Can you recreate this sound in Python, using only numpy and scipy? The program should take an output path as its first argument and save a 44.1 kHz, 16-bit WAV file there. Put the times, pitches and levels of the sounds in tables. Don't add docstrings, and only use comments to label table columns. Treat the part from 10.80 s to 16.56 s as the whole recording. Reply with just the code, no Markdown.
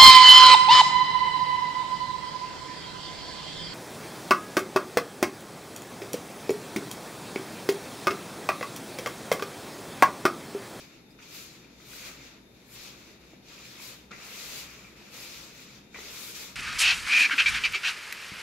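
import sys
import numpy as np
from scipy import signal
from scipy.io import wavfile
from scipy.ndimage import uniform_filter1d

SR = 44100
rng = np.random.default_rng(int(sys.argv[2]) if len(sys.argv) > 2 else 0)


def boost_factor(decibels):
    exponent = np.asarray(decibels, float) / 20
    return 10 ** exponent


def inscribe(sig):
    pcm = np.round(np.clip(np.atleast_2d(sig).T, -1, 1) * 32767)
    wavfile.write(sys.argv[1], SR, pcm.astype(np.int16))


N = 253883

# (frequency [Hz], density [dB per Hz])
RUB_COLOUR = [(300, -11), (480, -1), (750, -10), (1300, -3), (1900, -3), (2450, -1), (3000, -2.5),
              (4200, 1.5), (6700, -2), (7400, -6.5), (8200, -14.5), (9800, -15.5), (12000, -10),
              (13800, -12), (15400, -14)]
# (frequency [Hz], width [Hz], boost [dB])
BOWL_MODES = [(2365, 200, 1), (2500, 260, 2.5), (3640, 510, 1.5), (12160, 1100, 0), (7100, 330, 1.5),
              (1300, 160, 1)]
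# (frequency [Hz], likeness [-1 to 1])
RUB_SAME = [(200, 1), (700, 0.88), (1200, 0.54), (1700, 0.), (2250, 0.83), (2800, 0.3), (3400, 0.18),
            (5000, 0), (15000, 0)]
# (frequency [Hz], left minus right [dB])
RUB_LEAN = [(300, -2.5), (700, 1.5), (1600, 3.5), (2400, -1.5), (3300, 2), (4100, 3.5), (5300, 1),
            (6300, 3.5), (7300, 9.5), (9000, 10.5), (11500, 8), (13200, 2.5), (15600, -1)]

# (start [s], length [s], force [dB], swell over the
# stroke [dB], floury hiss above force [dB])
STROKES = [(0.0, .01, -52.5, -0.5, -6), (.49, .05, -55.5, 3.5, -4), (0.548, .08, -49.5, -1, -1.5),
           (1.0, .07, -61, 4, -6), (1.081, .08, -55.5, 5.5, -0.5), (1.184, 0.087, -50, 3, -3.5),
           (1.908, 0.035, -59.5, 5, 2), (1.962, .11, -50.5, 1.5, -6), (2.854, 0.17, -52.5, 0, -7),
           (3.025, 0.066, -48.5, -0.5, -1.5), (3.443, 0.2, -51, 5.5, -3.5), (3.658, 0.14, -46, 1.5, -3),
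           (4.348, 0.096, -50, 2.5, -3), (4.462, .18, -48, -2, -6), (5.205, 0.1, -48.5, 0.5, -6.5),
           (5.31, .08, -48.5, 3, -2.5), (5.394, 0.11, -46.5, -.5, 0.5), (5.556, 0.072, -45, 1, -3),
           (.1, .06, -61.5, -1.5, -11), (0.313, .02, -71, -4, 2), (0.439, .05, -54.5, -3, -8),
         (0.655, 0.097, -54.5, -2.5, -7), (.8, 0.056, -61, -3, -9), (.9, 0.25, -65, 3, -11),
         (1.36, .11, -56, 1.5, -9.5), (1.748, .13, -67.5, 2, -7), (2.14, .18, -57, -3.5, -8),
         (2.414, 0.12, -64, 0, -9), (2.688, 0.19, -54.5, 1, -9), (3.348, .085, -56.5, 5.5, -9),
         (3.89, .25, -52.5, -10, -7.5), (4.17, 0.19, -60, 2.5, -7), (4.668, .05, -52.5, -3, -8),
         (1.502, .1, -57.5, -9, -12), (3.122, 0.042, -51, -5.5, -5), (4.75, 0.074, -55, 1.5, -5),
         (4.848, .11, -56.5, 0, -9.5), (5.178, .025, -51, 3.5, -9.5)]
# (time [s], flexing [dB])
SLAPS = [
    (.39, -58.5),
    (2.532, -62.5),
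    (3.311, -53.5),
    (3.33, -52.5),
    (5.148, -50),
]
# (time [s], level [dB])
LEAN_ON_WALL = [(0, -0.5), (.3, 1.5), (.42, 0.5), (.6, -1), (.72, -4), (.85, 1.5), (1.0, -2.5), (1.3, 2.5),
                (1.7, -1), (2.1, 0.5), (2.7, 0.5), (3.2, -0.5), (3.4, 2.5), (3.75, 0.5), (4.2, 3),
                (4.6, -0.5), (5.3, 0.5), (5.76, -.5)]

# (time [s], peak [dB], lower mode [Hz], upper mode [Hz], upper mode above lower [dB])
KNOCKS = [(0.389, -44, 1410, 2460, -3), (0.4246, -52, 1240, 2530, 11), (1.001, -49, 1320, 2130, -2),
          (1.1332, -41, 1510, 2500, -10), (2.9989, -40, 1010, 2330, -2), (3.309, -48, 1300, 2420, -17),
          (3.313, -38, 1500, 2280, -6), (3.3164, -38.5, 1340, 2210, -16), (3.3254, -44, 1440, 1970, 12),
          (3.3302, -40.5, 1820, 2020, 10), (3.991, -52.5, 1370, 2330, 19), (.845, -50, 1410, 2400, 6),
          (4.0435, -50, 1300, 2350, 8), (4.049, -46, 1300, 2350, 6), (5.23, -47, 1400, 2270, 6),
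          (4.7937, -44, 1470, 2430, 6), (5.1444, -34.5, 1580, 2350, 3), (5.1524, -41, 1640, 2020, 9),
          (5.1596, -36, 1080, 1960, 0), (5.169, -46, 1350, 1980, 10), (5.188, -37, 1300, 2010, 0.1)]
# (time [s], peak [dB])
SNAPS = [
    (0.4242, -44),
    (1.1332, -44),
    (3.3145, -43),
    (4.217, -51),
    (5.187, -48),
]
# (time [s], peak [dB], frequency [Hz])
THUDS = [
    (1.089, -50, 207),
    (2.533, -41, 334),
    (3.316, -39, 215),
    (4.214, -42, 380),
    (5.186, -35.5, 417),
]
# (time [s], peak [dB], frequency [Hz])
CHINKS = [
    (0.3062, -55, 4930),
    (0.3134, -57, 5000),
    (3.3164, -47.5, 4430),
    (3.3174, -52, 3660),
    (5.284, -46.5, 3690),
]

# (frequency [Hz], density [dB per Hz])
AIR_COLOUR = [(400, 8), (700, 7), (1500, -5.5), (2250, 6), (3100, -2), (5000, -1.5), (6800, -8),
              (7500, -24), (8200, -17), (10200, -15.5), (11300, -8.5), (12900, -5), (13300, -26),
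              (15400, -16.5)]
# (frequency [Hz], density [dB per Hz])
RUMBLE_COLOUR = [(20, -40), (36, -32), (50, -10), (72, -6.5), (90, -7), (105, -29), (120, -0.5), (200, 1),
                 (310, 0.5), (450, -5), (600, -11.5), (750, -15.5), (950, -13.5)]
# (frequency [Hz], likeness [-1 to 1])
AIR_SAME = [(60, 0.74), (150, 0.97), (380, 0.82), (950, 0.28), (2380, -0.38), (5980, -0.68), (15000, 0.15)]
# (frequency [Hz], left minus right [dB])
AIR_LEAN = [(60, 3), (300, 0.5), (1100, 4), (2300, 3), (3200, 1), (4200, 12), (5100, -5), (6500, 2),
            (7300, -3), (8200, 1), (10300, 14), (11300, 12), (12600, 4), (13300, -3), (15600, -7)]
# (frequency [Hz], width [Hz], boost [dB])
LEFT_PORT_BUMPS = [(11170, 540, 7), (12950, 200, 4), (9300, 240, 6), (3720, 440, 11)]
# (frequency [Hz], wander [Hz], level [dB rms], unsteadiness [0-1])
FRIDGE_HUM = [(60.4, 14.5, -67, 0.93), (121, 27, -67.5, 0.54), (200.8, 5, -68, 0.69)]
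# (frequency [Hz], wander [Hz], level [dB rms], unsteadiness [0-1])
FAN_WHINE = (3626, 6, -75, .35)
# (frequency [Hz], t60 [s])
KITCHEN_T60 = [(200, 0.44), (1000, 0.69), (4000, 0.26), (12000, 0.086)]

TOP_HZ, EDGE_HZ = 15500, 15740
AIR_DB, RUMBLE_DB = -66, -57
RISE_DB_PER_S, FALL_DB_PER_S, REST_DB, REST_HISS_DB = 244, 107, -71.5, -7
HISS_FADE_DB_PER_S = 33
FIRM_DB, RING_DB, RING_FOLLOWS, FLEX_DB, FLEX_FOLLOWS = -50, -4, 0.79, -6.5, 0.64
SLAP_RING_DB, SLAP_SCRAPE_DB = 1, -3
SLAP_RISE_DB_PER_S, SLAP_FALL_DB_PER_S = 2500, 150
CRACK_DB = -14


def evened(x):
    return x / np.sqrt(np.mean(x ** 2) + 1e-20)


def read(points, hz):
    f, value = np.transpose(points)
    return np.interp(np.log(np.minimum(hz, TOP_HZ) + 1), np.log(f + 1), value)


def bumps(peaks, hz):
    return sum(db / (1 + (2 * (hz - f) / width) ** 2) for f, width, db in peaks)


def patches(shape, wide, long):
    over_hz = uniform_filter1d(rng.standard_normal(shape), round(wide), 0)
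    return evened(uniform_filter1d(over_hz, round(long), 1))


def two_ports(pair, hz, same, lean):
    likeness = np.clip(read(same, hz), -1, 1)[:, None]
    half_db = read(lean, hz)[:, None] / 2
    right = likeness * pair[0] + np.sqrt(1 - likeness ** 2) * pair[1]
    return np.array([pair[0] * boost_factor(half_db), right * boost_factor(-half_db)])


def stroke(now, start, length, force_db, swell_db, rise=RISE_DB_PER_S, fall=FALL_DB_PER_S):
    held = force_db + swell_db * np.clip((now - start) / max(length, 1e-3), 0, 1)
    return held - rise * np.maximum(start - now, 0) - fall * np.maximum(now - start - length, 0)


def hand(now):
    rows = np.array(STROKES)
    force = np.maximum(np.max([stroke(now, *row[:-1]) for row in rows], 0), REST_DB)
    hiss_fall = FALL_DB_PER_S + HISS_FADE_DB_PER_S
    dust = [stroke(now, *row[:-1], fall=hiss_fall) + row[-1] for row in rows]
    hiss = np.maximum(np.max(dust, 0), REST_DB + REST_HISS_DB)
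    slaps = [stroke(now, s, 0, db, 0, SLAP_RISE_DB_PER_S, SLAP_FALL_DB_PER_S) for s, db in SLAPS]
    slap = np.max(slaps, 0)
    wall = FIRM_DB + np.interp(now, *np.transpose(LEAN_ON_WALL))
    flex = np.maximum(wall + FLEX_DB + FLEX_FOLLOWS * (force - FIRM_DB), slap)
    ringing = np.maximum(wall + RING_DB + RING_FOLLOWS * (force - FIRM_DB), slap + SLAP_RING_DB)
    scrape = np.maximum(force, slap + SLAP_SCRAPE_DB)
    return flex, ringing, scrape, hiss


def rubbing(slips_per_s=26000, spread_db=1.6, patchy_db=1.1, judder_db=.4):
    size_db = spread_db * np.minimum(rng.exponential(1, (2, N)), 3)
    size = boost_factor(size_db) * rng.choice([-1., 1.], (2, N))
    slips = size * (rng.random((2, N)) < slips_per_s / SR)
    hz, t, z = signal.stft(slips, SR, nperseg=512, noverlap=384)
    colour_db = read(RUB_COLOUR, hz) + bumps(BOWL_MODES, hz)
    patch_db = patchy_db * patches(z.shape[1:], 8, 15.5)
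    z = two_ports(z, hz, RUB_SAME, RUB_LEAN) * boost_factor(colour_db[:, None] + patch_db)

    below = [1 / (1 + (hz / edge) ** 16) for edge in (1950, 2950, 7700)]
    shares = below[0], below[1] - below[0], below[2] - below[1], 1 - below[2]
    judder = judder_db * evened(uniform_filter1d(rng.standard_normal(N), 1500))
    out, steps = np.zeros((2, N)), np.arange(0, N + 64, 64)
    for share, level_db in zip(shares, hand(steps / SR)):
        part = signal.istft(z * share[:, None], SR, nperseg=512, noverlap=384)[1][:, :N]
        drive_db = np.interp(np.arange(N), steps, level_db) + judder
        out += part / part.mean(0).std() * boost_factor(drive_db)
    return out


def air(shape, level_db, patchy_db):
    hz, t, z = signal.stft(rng.standard_normal((2, N)), SR, nperseg=4096, noverlap=3072)
    patch_db = patchy_db * patches(z.shape[1:], 19.6, 4)
    z = two_ports(z, hz, AIR_SAME, AIR_LEAN) * boost_factor(read(shape, hz)[:, None] + patch_db)
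    z = z * boost_factor(np.array([bumps(LEFT_PORT_BUMPS, hz), 0 * hz]))[:, :, None]
    out = signal.istft(z, SR, nperseg=4096, noverlap=3072)[1][:, :N]
    return boost_factor(level_db) * out / out.mean(0).std()


def fridge():
    t, out = np.arange(N) / SR, np.zeros((2, N))
    for hz, width, db, unsteady in [*FRIDGE_HUM, FAN_WHINE]:
        r = np.exp(-np.pi * width / SR)
        waver = rng.standard_normal(N) + 1j * rng.standard_normal(N)
        for _ in range(2):
            waver = signal.lfilter([1 - r], [1, -r], waver)
        tone = (1 - unsteady + unsteady * waver / np.std(waver)) * np.exp(2j * np.pi * hz * t)
        lean_db = .8 if hz < 1000 else 3.5
        out += boost_factor(db) * evened(tone.real) * boost_factor(np.array([[lean_db], [-lean_db]]))
    return out


def kitchen(x):
    taps = np.zeros((2, SR // 2))
    starts = np.arange(200, SR // 2 - 20, 20)
    at = starts + rng.integers(0, 20, (2, len(starts)))
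    np.put_along_axis(taps, at, rng.choice([-1., 1.], at.shape), 1)
    hz, t, z = signal.stft(taps, SR, nperseg=256)
    decay = boost_factor(-60 * t / read(KITCHEN_T60, hz)[:, None])
    tail = signal.istft(z * decay, SR, nperseg=256)[1]
    return signal.fftconvolve(x, tail / np.linalg.norm(tail[0]), axes=1)[:, :N]


def add(mix, s, sound):
    part = mix[:, round(s * SR):][:, :sound.shape[1]]
    part += sound[:, :part.shape[1]]


def ring(hz, t60, rise=0.00036):
    t = np.arange(round(SR / 5)) / SR
    return boost_factor(-60 * t / t60) * (1 - np.exp(-t / rise)) * np.sin(2 * np.pi * hz * t) * (t < .19)


def knocks(lean_db=3.0):
    out = np.zeros((2, N))
    sides, centre = boost_factor(np.array([[lean_db / 2], [-lean_db / 2]])), np.ones((2, 1))
    breaks = [(row[0], row[1] + CRACK_DB) for row in KNOCKS] + list(SNAPS)
    crack_band = signal.butter(2, (3300, 6500), "band", fs=SR, output="sos")
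    cracks = signal.sosfilt(crack_band, rng.standard_normal((len(breaks), 400)))
    for (s, db), crack in zip(breaks, cracks):
        dying_db = db - 60 * np.arange(len(crack)) / SR / 0.041
        add(out, s, crack * boost_factor(dying_db) * sides)
    for s, db, low_hz, high_hz, upper_db in KNOCKS:
        lower = boost_factor(-upper_db / 2) * ring(low_hz, 0.014, 0.00064)
        upper = boost_factor(upper_db / 2 + 1.5) * ring(high_hz, 0.026, .001)
        add(out, s, boost_factor(db) * (lower + upper) * sides)
    for s, db, hz in THUDS:
        thud = ring(hz, 0.032, 0.002) + 0.47 * ring(1.96 * hz, 0.017)
        add(out, s, boost_factor(db + 2.5) * thud * centre)
    for s, db, hz in CHINKS:
        add(out, s, boost_factor(db + 7) * ring(hz, 0.013) * centre)
    return out


def scene():
    rub, hits = rubbing(), knocks()
    rumble = air([*RUMBLE_COLOUR, (1500, -93)], RUMBLE_DB, 0.4)
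    tone = rumble + air(AIR_COLOUR, AIR_DB, 0.94) + fridge()
    close = boost_factor(-1.0) * rub + hits
    reflected = boost_factor(-15.0) * kitchen(rub) + boost_factor(-7.5) * kitchen(hits)
    return close + reflected + tone


def roll_off(x):
    return signal.sosfilt(signal.butter(12, 16260, fs=SR, output="sos"), x)


def record(dry):
    limit = signal.firwin(2047, EDGE_HZ, window=("kaiser", 10), fs=SR)
    mix = signal.oaconvolve(dry, limit[None], "same", axes=1)
    return roll_off(mix)


dry = scene()
out = record(dry)
inscribe(out)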